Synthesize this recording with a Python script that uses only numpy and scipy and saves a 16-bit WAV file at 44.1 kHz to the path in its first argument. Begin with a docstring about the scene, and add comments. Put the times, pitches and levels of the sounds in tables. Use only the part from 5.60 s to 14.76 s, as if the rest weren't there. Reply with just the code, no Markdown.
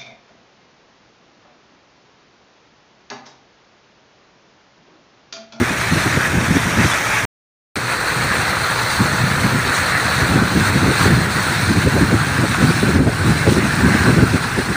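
"""A sheet of water roars off a car's front tyre and patters back down on a flooded road.
Heard from the open side window, it is a surging wash of splashes, drops and ringing bubbles.
Under it sit a low engine hum and road rumble, while gusts of wind thud on the microphone.
Early on, all sound drops out for half a second."""
import sys
import numpy as np
from scipy import signal
from scipy.fft import rfft, irfft
from scipy.io import wavfile
from scipy.ndimage import uniform_filter1d, minimum_filter1d

SR = 44100
rng = np.random.default_rng(int(sys.argv[2]) if len(sys.argv) > 2 else 0)


def inscribe(sig):
    """Save sig as 16-bit PCM at rate SR to the path in sys.argv[1].

    A 1-D sig is mono; a 2-D sig holds one channel per row.
    Samples are clipped to [-1, 1] before scaling.
    """
    pcm = np.round(np.clip(np.atleast_2d(sig).T, -1, 1) * 32767)
    wavfile.write(sys.argv[1], SR, pcm.astype(np.int16))


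N = 403948
TIME = np.arange(N) / SR
FREQS = np.fft.rfftfreq(N, 1 / SR)


def gain_of(db):
    """Decibels to amplitude."""
    return 10 ** (np.asarray(db) / 20)


def unit_rms(x):
    """Scales to rms 1."""
    return x / np.sqrt(np.mean(x ** 2) + 1e-20)


def band_rms(spectrum, low_hz, high_hz):
    """Rms of the part of a sound that lies in a band."""
    return np.sqrt(2) * np.linalg.norm(spectrum[(FREQS > low_hz) & (FREQS < high_hz)]) / N


def fader(points, at=TIME):
    """Reads a level curve at the given times."""
    return np.interp(at, *np.transpose(points))


def bell(x, centre, width):
    """A smooth bump of height 1."""
    return np.exp(-((x - centre) / width) ** 2)


def eq_curve(colour):
    """Gain of a colour table at every frequency."""
    hz, db = np.transpose(colour)
    return gain_of(np.interp(np.log(FREQS + 1), np.log(hz), db))


def filtered(x, gain):
    """Applies a gain at every frequency."""
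    return irfft(rfft(x) * gain, N)


def coloured_noise(colour):
    """Noise of rms 1 with the given colour."""
    return unit_rms(filtered(rng.standard_normal(N), eq_curve(colour)))


def wander(rate_hz):
    """Smooth random movement of rms 1, rolling off above the rate."""
    band = bell(FREQS, 0, rate_hz) * (FREQS > rate_hz / 10)
    return unit_rms(filtered(rng.standard_normal(N), band))


def add(mix, start_s, sound):
    """Mixes a sound in from its start time."""
    start = round(start_s * SR)
    sound = sound[max(-start, 0):]
    part = mix[max(start, 0):][:len(sound)]
    part += sound[:len(part)]


# Tyres and body rumbling on the road. Each row: frequency in Hz, relative level in dB.
ROAD_EQ = [(25, -22), (50, 0.5), (90, -7), (150, 0), (240, -3), (350, -0.5), (460, -4), (650, -8),
           (1100, -13.5), (6000, -68.5)]
def engine_and_road(firing_hz=118.0, hum_db=-37, throb_db=6.0, road_db=-31):
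    """The engine's wavering firing note and its octave throb in a bed of road rumble."""
    phase = 2 * np.pi * np.cumsum(firing_hz * (1 + 0.039 * wander(9.1))) / SR
    hum = unit_rms(np.sin(phase) + 0.17 * np.sin(2 * phase))
    engine = gain_of(hum_db + throb_db * wander(9.7)) * hum
    return engine + gain_of(road_db) * coloured_noise(ROAD_EQ)


# Turbulence at the microphone. Each row: frequency in Hz, relative level in dB.
DRAUGHT_EQ = [(20, -33), (35, -34), (55, -12), (80, -0.5), (135, 3.5), (200, -2.5), (320, -10), (500, -19),
              (900, -22), (2000, -51.5), (8000, -87.5)]
# Strength of the airflow. Each row: time in seconds, level in dB.
AIRFLOW = [(0.0, -32), (0.76, -21.5), (1.2, -24), (1.4, -36), (2.3, -37.5), (2.65, -25), (3.25, -31),
           (3.5, -23), (3.88, -21.5), (4.35, -29), (4.8, -19), (5.25, -23), (5.55, -18), (5.75, -24),
           (6.3, -18.5), (6.85, -23), (8.65, -19), (8.95, -29)]
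def draught(lumpy_db=2.0, brighten=0.43, brisk_db=-19, split_hz=210):
    """Small eddies keep up a lumpy rumble at the microphone port, brighter as the air speeds up."""
    level_db = fader(AIRFLOW) + lumpy_db * wander(41)
    air = coloured_noise(DRAUGHT_EQ)
    lows = filtered(air, 1 / (1 + (FREQS / split_hz) ** 4))
    highs = gain_of(brighten * (level_db - brisk_db)) * (air - lows)
    return gain_of(level_db) * (lows + highs)


def lesser_gusts(per_s=4, above_airflow_db=1.5, spread_db=1, length_s=.014, pitch_hz=190):
    """Eddies ride on the airflow at loose intervals; returns rows like those of HARD_GUSTS."""
    count = int(per_s * N / SR)
    timing, strength, length, pitch = rng.uniform(-1, 1, (count, 4)).T
    times = (np.arange(count) + .5 + .5 * timing) / per_s
    levels_db = fader(AIRFLOW, times) + above_airflow_db + spread_db * strength
    return list(zip(times, levels_db, length_s * 2 ** (.5 * length), pitch_hz * 2 ** (.5 * pitch)))


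# The hardest buffets. Each row: crest time in seconds, crest level in dB, nominal length in seconds,
# nominal pitch in Hz.
HARD_GUSTS = [(0.017, -10.5, 0.016, 200), (0.112, -19, 0.015, 170), (0.329, -10.5, .013, 165),
              (0.37, -14, 0.017, 164), (0.468, -12.5, 0.0097, 180), (0.577, -13.5, 0.0083, 300),
              (0.755, -18.5, .031, 220), (0.913, -11.5, 0.016, 130), (0.967, -10.5, 0.013, 215),
              (1.195, -10.5, .02, 145), (1.255, -11, 0.015, 180), (1.644, -22, .014, 170),
              (2.176, -22.5, .009, 250), (3.413, -11, 0.017, 200), (3.858, -11.4, 0.017, 173),
              (3.956, -17, 0.029, 168), (4.635, -12.5, .014, 185), (4.708, -16.5, .025, 160),
              (4.766, -10.5, .015, 195), (4.825, -13.5, 0.018, 197), (4.968, -10, .016, 178),
              (5.011, -14.5, 0.022, 164), (5.164, -13, .016, 184), (5.232, -12.5, 0.016, 168),
              (5.288, -13, 0.033, 250), (5.47, -13.5, 0.028, 238), (5.533, -11.5, 0.035, 140),
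              (6.111, -12.4, .012, 170), (6.174, -13.5, .022, 162), (6.273, -6, 0.0081, 238),
              (6.374, -15, 0.028, 328), (6.427, -7.5, .016, 188), (6.538, -12, 0.025, 237),
              (6.793, -12, 0.0082, 172), (6.842, -13, 0.017, 268), (7.036, -10.5, 0.031, 160),
              (7.1, -9.5, 0.015, 210), (7.237, -10.5, 0.011, 234), (7.291, -13, 0.022, 250),
              (7.362, -9.5, .019, 180), (7.407, -10.5, 0.024, 237), (7.477, -12, 0.019, 380),
              (7.69, -11.5, 0.04, 160), (7.882, -8.5, 0.015, 290), (7.921, -8.5, .01, 200),
              (7.982, -11.5, 0.021, 197), (8.048, -12.5, 0.024, 191), (8.255, -10.5, 0.034, 174),
              (8.35, -11, 0.0091, 228), (8.416, -11.5, .011, 165), (8.487, -10, 0.023, 245),
              (8.587, -8.5, 0.02, 200), (8.634, -5, 0.012, 176), (8.751, -10, 0.013, 235),
              (8.989, -14, 0.016, 272), (9.107, -16.5, 0.02, 216)]
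def gusts(stretch=0.96, reach=1.8, steepness=3.6, port_hz=68, knee_hz=240, size=8192):
    """Each large eddy is a brief thud of pressure; faster eddies reach higher in pitch."""
    t = (np.arange(size) - size // 2) / SR
    hz = np.fft.rfftfreq(size, 1 / SR)
    low_cut = (hz / port_hz) ** 4 / np.sqrt(1 + (hz / port_hz) ** 8)
    tilt = 1 / np.hypot(1, hz / knee_hz)  # small whirls carry less pressure than large ones
    out = np.zeros(N)
    for crest_s, db, length_s, pitch_hz in HARD_GUSTS + lesser_gusts():
        swell = 1 / np.cosh(np.minimum(abs(1.49 * t / (stretch * length_s)), 20))
        high_cut = 1 / np.hypot(1, (hz / (reach * pitch_hz)) ** steepness)
        eddy = irfft(rfft(rng.standard_normal(size)) * low_cut * tilt * high_cut)
        eddy /= np.sqrt(uniform_filter1d(eddy ** 2, size=500) + 1e-12)  # flat, so the swell shapes it
        thud = irfft(rfft(eddy * swell) * low_cut)
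        thud *= np.linalg.norm(swell) / np.linalg.norm(thud)
        add(out, crest_s + t[0], gain_of(db) * thud)
    return out


# Thin pings in the spray. Each row: start in seconds, length in seconds, pitch in Hz, level in dB.
SPRAY_PINGS = [(1.305, .04, 3450, -21), (1.255, .04, 5450, -31)]
def pings():
    """Short, nearly pure tones swell and fade."""
    out = np.zeros(N)
    for start_s, length_s, hz, db in SPRAY_PINGS:
        t = np.arange(0, length_s, 1 / SR)
        add(out, start_s, gain_of(db) * np.hanning(len(t)) * np.sin(2 * np.pi * hz * t))
    return out


def drops(per_s, spread_db, decay_s, rise, pitches, size):
    """Drops of unequal size land at random and ring; pitch climbs by the fraction `rise` per decay."""
    age = np.arange(size) / SR / decay_s
    envelope = np.exp(-age) - np.exp(-4 * age)
    per_pitch = int(per_s / pitches * N / SR) + 1
    out = np.zeros(N)
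    for hz in np.linspace(800, 15400, pitches) * rng.uniform(.98, 1.02, pitches):
        strengths = gain_of(spread_db * np.minimum(rng.exponential(1, per_pitch), 4))
        strengths *= rng.choice([-1, 1], per_pitch)
        hits = np.bincount(rng.integers(0, N, per_pitch), strengths, N)
        ring = envelope * np.sin(2 * np.pi * np.cumsum(hz * (1 + rise * age)) / SR)
        out += signal.oaconvolve(hits, ring)[:N]
    return unit_rms(out)


def patches(noise, bins, frames):
    """Blurs a grid of noise across pitch and time into patches of rms 1."""
    return unit_rms(uniform_filter1d(uniform_filter1d(noise, bins, axis=0), frames, axis=1))


# Bands of the spray that swell: brief splashes and longer ringing resonances. Each row: crest time
# in seconds, half-width in seconds, pitch in Hz, half-width in octaves, boost in dB.
BAND_SWELLS = [(.38, 0.25, 4180, .12, 5.5), (1.36, 0.17, 6020, .4, 1.5), (1.55, 0.14, 2390, .15, 3.5),
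               (2.824, 0.083, 1680, .1, 1), (4.166, .035, 6380, .35, 4), (4.37, 0.048, 1830, .3, 6),
               (4.505, .02, 4340, 0.13, 3.5), (5.46, 0.035, 4300, 0.16, 1.5), (8.361, 0.15, 1600, .12, 3.5)]
def clumped(water, narrow_db=1.37, wide_db=0.28):
    """The sheet tears into clumps, each briefly favouring a random band; a few bands swell on cue."""
    hz, t, spectrogram = signal.stft(water, SR, nperseg=1024, noverlap=768)
    narrow, wide = rng.standard_normal((2, *spectrogram.shape))
    db = narrow_db * patches(narrow, bins=5, frames=9) + wide_db * patches(wide, bins=60, frames=10)
    for crest_s, width_s, pitch_hz, octaves, boost_db in BAND_SWELLS:
        band = bell(np.log2((hz + 1) / pitch_hz), 0, octaves)
        db += boost_db * np.outer(band, bell(t, crest_s, width_s))
    return signal.istft(spectrogram * gain_of(db), SR, nperseg=1024, noverlap=768)[1][:N]


# Steady flow of water off the tyre. 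Each row: time in seconds, level in dB.
SHEET_FLOW = [(0.0, -22.5), (0.7, -21.5), (1.6, -20), (2.18, -23), (2.5, -20.5), (4.3, -20.5), (4.95, -21),
              (5.2, -20.5), (5.6, -22), (8.2, -22), (9.15, -24)]
# Surges of deeper water. Each row: crest time in seconds, half-width in seconds,
# gain on the rush in dB, gain on the mist in dB.
DEEP_SURGES = [(.41, .14, 3.0, 3), (1.3, .16, 2.2, 2), (2.744, 0.14, 1.5, 0.3), (3.336, 0.097, -0.5, 2),
               (4.16, .06, 1.8, 2.4), (4.35, .07, 2.4, 1), (4.553, 0.076, 2.5, 2.2), (5.068, .03, 4, 3),
               (5.42, 0.088, 4.5, 5), (5.92, 0.27, 1, 2.5), (6.5, .04, 1.3, 0), (7.064, 0.14, 1, 2.5),
               (7.923, 0.03, -2.5, 4), (8.405, .14, 3.5, 2)]
def surging_flow(heave_db=.5, rush_heave_db=0.53, mist_heave_db=.4, heave_hz=18):
    """Gains of the low rush and the high mist: they surge with the water and heave at random."""
    # the spray is ducked briefly on cue, as when a limiter holds down loud gusts
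    duck_db = -6 * bell(TIME, 7.45, 0.1)
    shared_db = fader(SHEET_FLOW) + duck_db + heave_db * wander(heave_hz)
    rush_db = shared_db + rush_heave_db * wander(heave_hz)
    mist_db = shared_db + mist_heave_db * wander(heave_hz)
    for crest_s, width_s, rush_lift_db, mist_lift_db in DEEP_SURGES:
        swell = bell(TIME, crest_s, width_s)
        rush_db += rush_lift_db * swell
        mist_db += mist_lift_db * swell
    return gain_of(rush_db), gain_of(mist_db)


# The spray as door and mirror colour it: microphone leaning out, back by the door, further down
# the road. Each row: frequency in Hz, relative level in dB.
LEANING_OUT_EQ = [(290, -33.5), (500, -11), (638, -6), (803, -8), (862, -4.5), (1040, -6), (1250, -3),
                  (1690, -1), (2460, -6.5), (3000, -14), (3620, -10.5), (4960, -17.5), (5810, -12),
                  (7740, -19.5), (8930, -15), (9870, -22), (13700, -29), (15400, -24)]
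BY_THE_DOOR_EQ = [(290, -33), (500, -6.5), (577, -12), (629, -8.5), (695, -9), (1270, -4.5), (1380, -1.5),
                  (1600, -2.5), (2600, -11.5), (2920, -17.5), (3470, -15.5), (4240, -8.5), (5100, -22),
                  (6060, -18), (7200, -22.5), (8680, -17), (12200, -34.5), (15400, -24)]
FURTHER_ON_EQ = [(410, -40), (700, -8), (1240, -4), (1540, 1), (2130, -7.5), (2690, -12), (2980, -20),
                 (3660, -19), (4120, -14.5), (4870, -24), (5540, -23), (7370, -27), (8170, -23),
                 (9180, -22.5), (10300, -33), (12400, -40.5), (15400, -30)]
# Mist against rush in dB, one trim for each of those three positions.
MIST_TRIMS = (-9, -7.5, -7.5)
def spray(patter_db=-3, bubbles_db=-5, slosh_db=0.24, split_hz=3000, bubble_low_cut_hz=2200):
    """The tyre's sheet of water: merged splashes, pattering drops and bubbles, all surging together."""
    patter = drops(per_s=7000, spread_db=2.5, decay_s=0.00025, rise=0, pitches=24, size=256)
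    bubbles = drops(per_s=2400, spread_db=3.0, decay_s=0.0086, rise=0.0058, pitches=150, size=2048)
    bubbles = filtered(bubbles, FREQS / np.hypot(FREQS, bubble_low_cut_hz))  # large bubbles are faint
    wash = rng.standard_normal(N)
    water = clumped(wash + gain_of(patter_db) * patter + gain_of(bubbles_db) * bubbles)
    spectrum = rfft(water * gain_of(slosh_db * wander(18)))
    rush_gain, mist_gain = surging_flow()
    low_pass = 1 / (1 + (FREQS / split_hz) ** 8)
    # the microphone moves: the colour switches at the dropout and later crossfades
    pulled_in = TIME > DROPOUT_START_S
    further = np.clip((TIME - 4.7) / 2.5, 0, 1)
    fades = (1 - pulled_in, pulled_in * (1 - further), further)
    colours = (LEANING_OUT_EQ, BY_THE_DOOR_EQ, FURTHER_ON_EQ)
    out = np.zeros(N)
    for colour, fade, trim_db in zip(colours, fades, MIST_TRIMS):
        heard = spectrum * eq_curve(colour)
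        rush = irfft(heard * low_pass, N) / band_rms(heard, 900, 2800)
        mist = irfft(heard * (1 - low_pass), N) / band_rms(heard, 3500, 10000)
        out += fade * (rush_gain * rush + gain_of(trim_db) * mist_gain * mist)
    return out


def scene():
    """Water, car and wind at one microphone."""
    return (spray() + pings() + engine_and_road() + draught() + gusts())[None]


DROPOUT_START_S, DROPOUT_END_S = 1.6525, 2.157
def record(dry, ceiling=0.94, high_cut_hz=15520):
    """A fast limiter holds down the gusts, the sound drops out once, and the very top is cut."""
    needed_gain = np.minimum(1, ceiling / (abs(dry[0]) + 1e-9))
    limited = dry * uniform_filter1d(minimum_filter1d(needed_gain, size=400), size=400)
    live = (TIME < DROPOUT_START_S) | (TIME > DROPOUT_END_S)
    low_pass = signal.firwin(1023, high_cut_hz, window=("kaiser", 9), fs=SR)
    return signal.oaconvolve(limited * live, low_pass[None], "same")


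dry = scene()
out = record(dry)
inscribe(out)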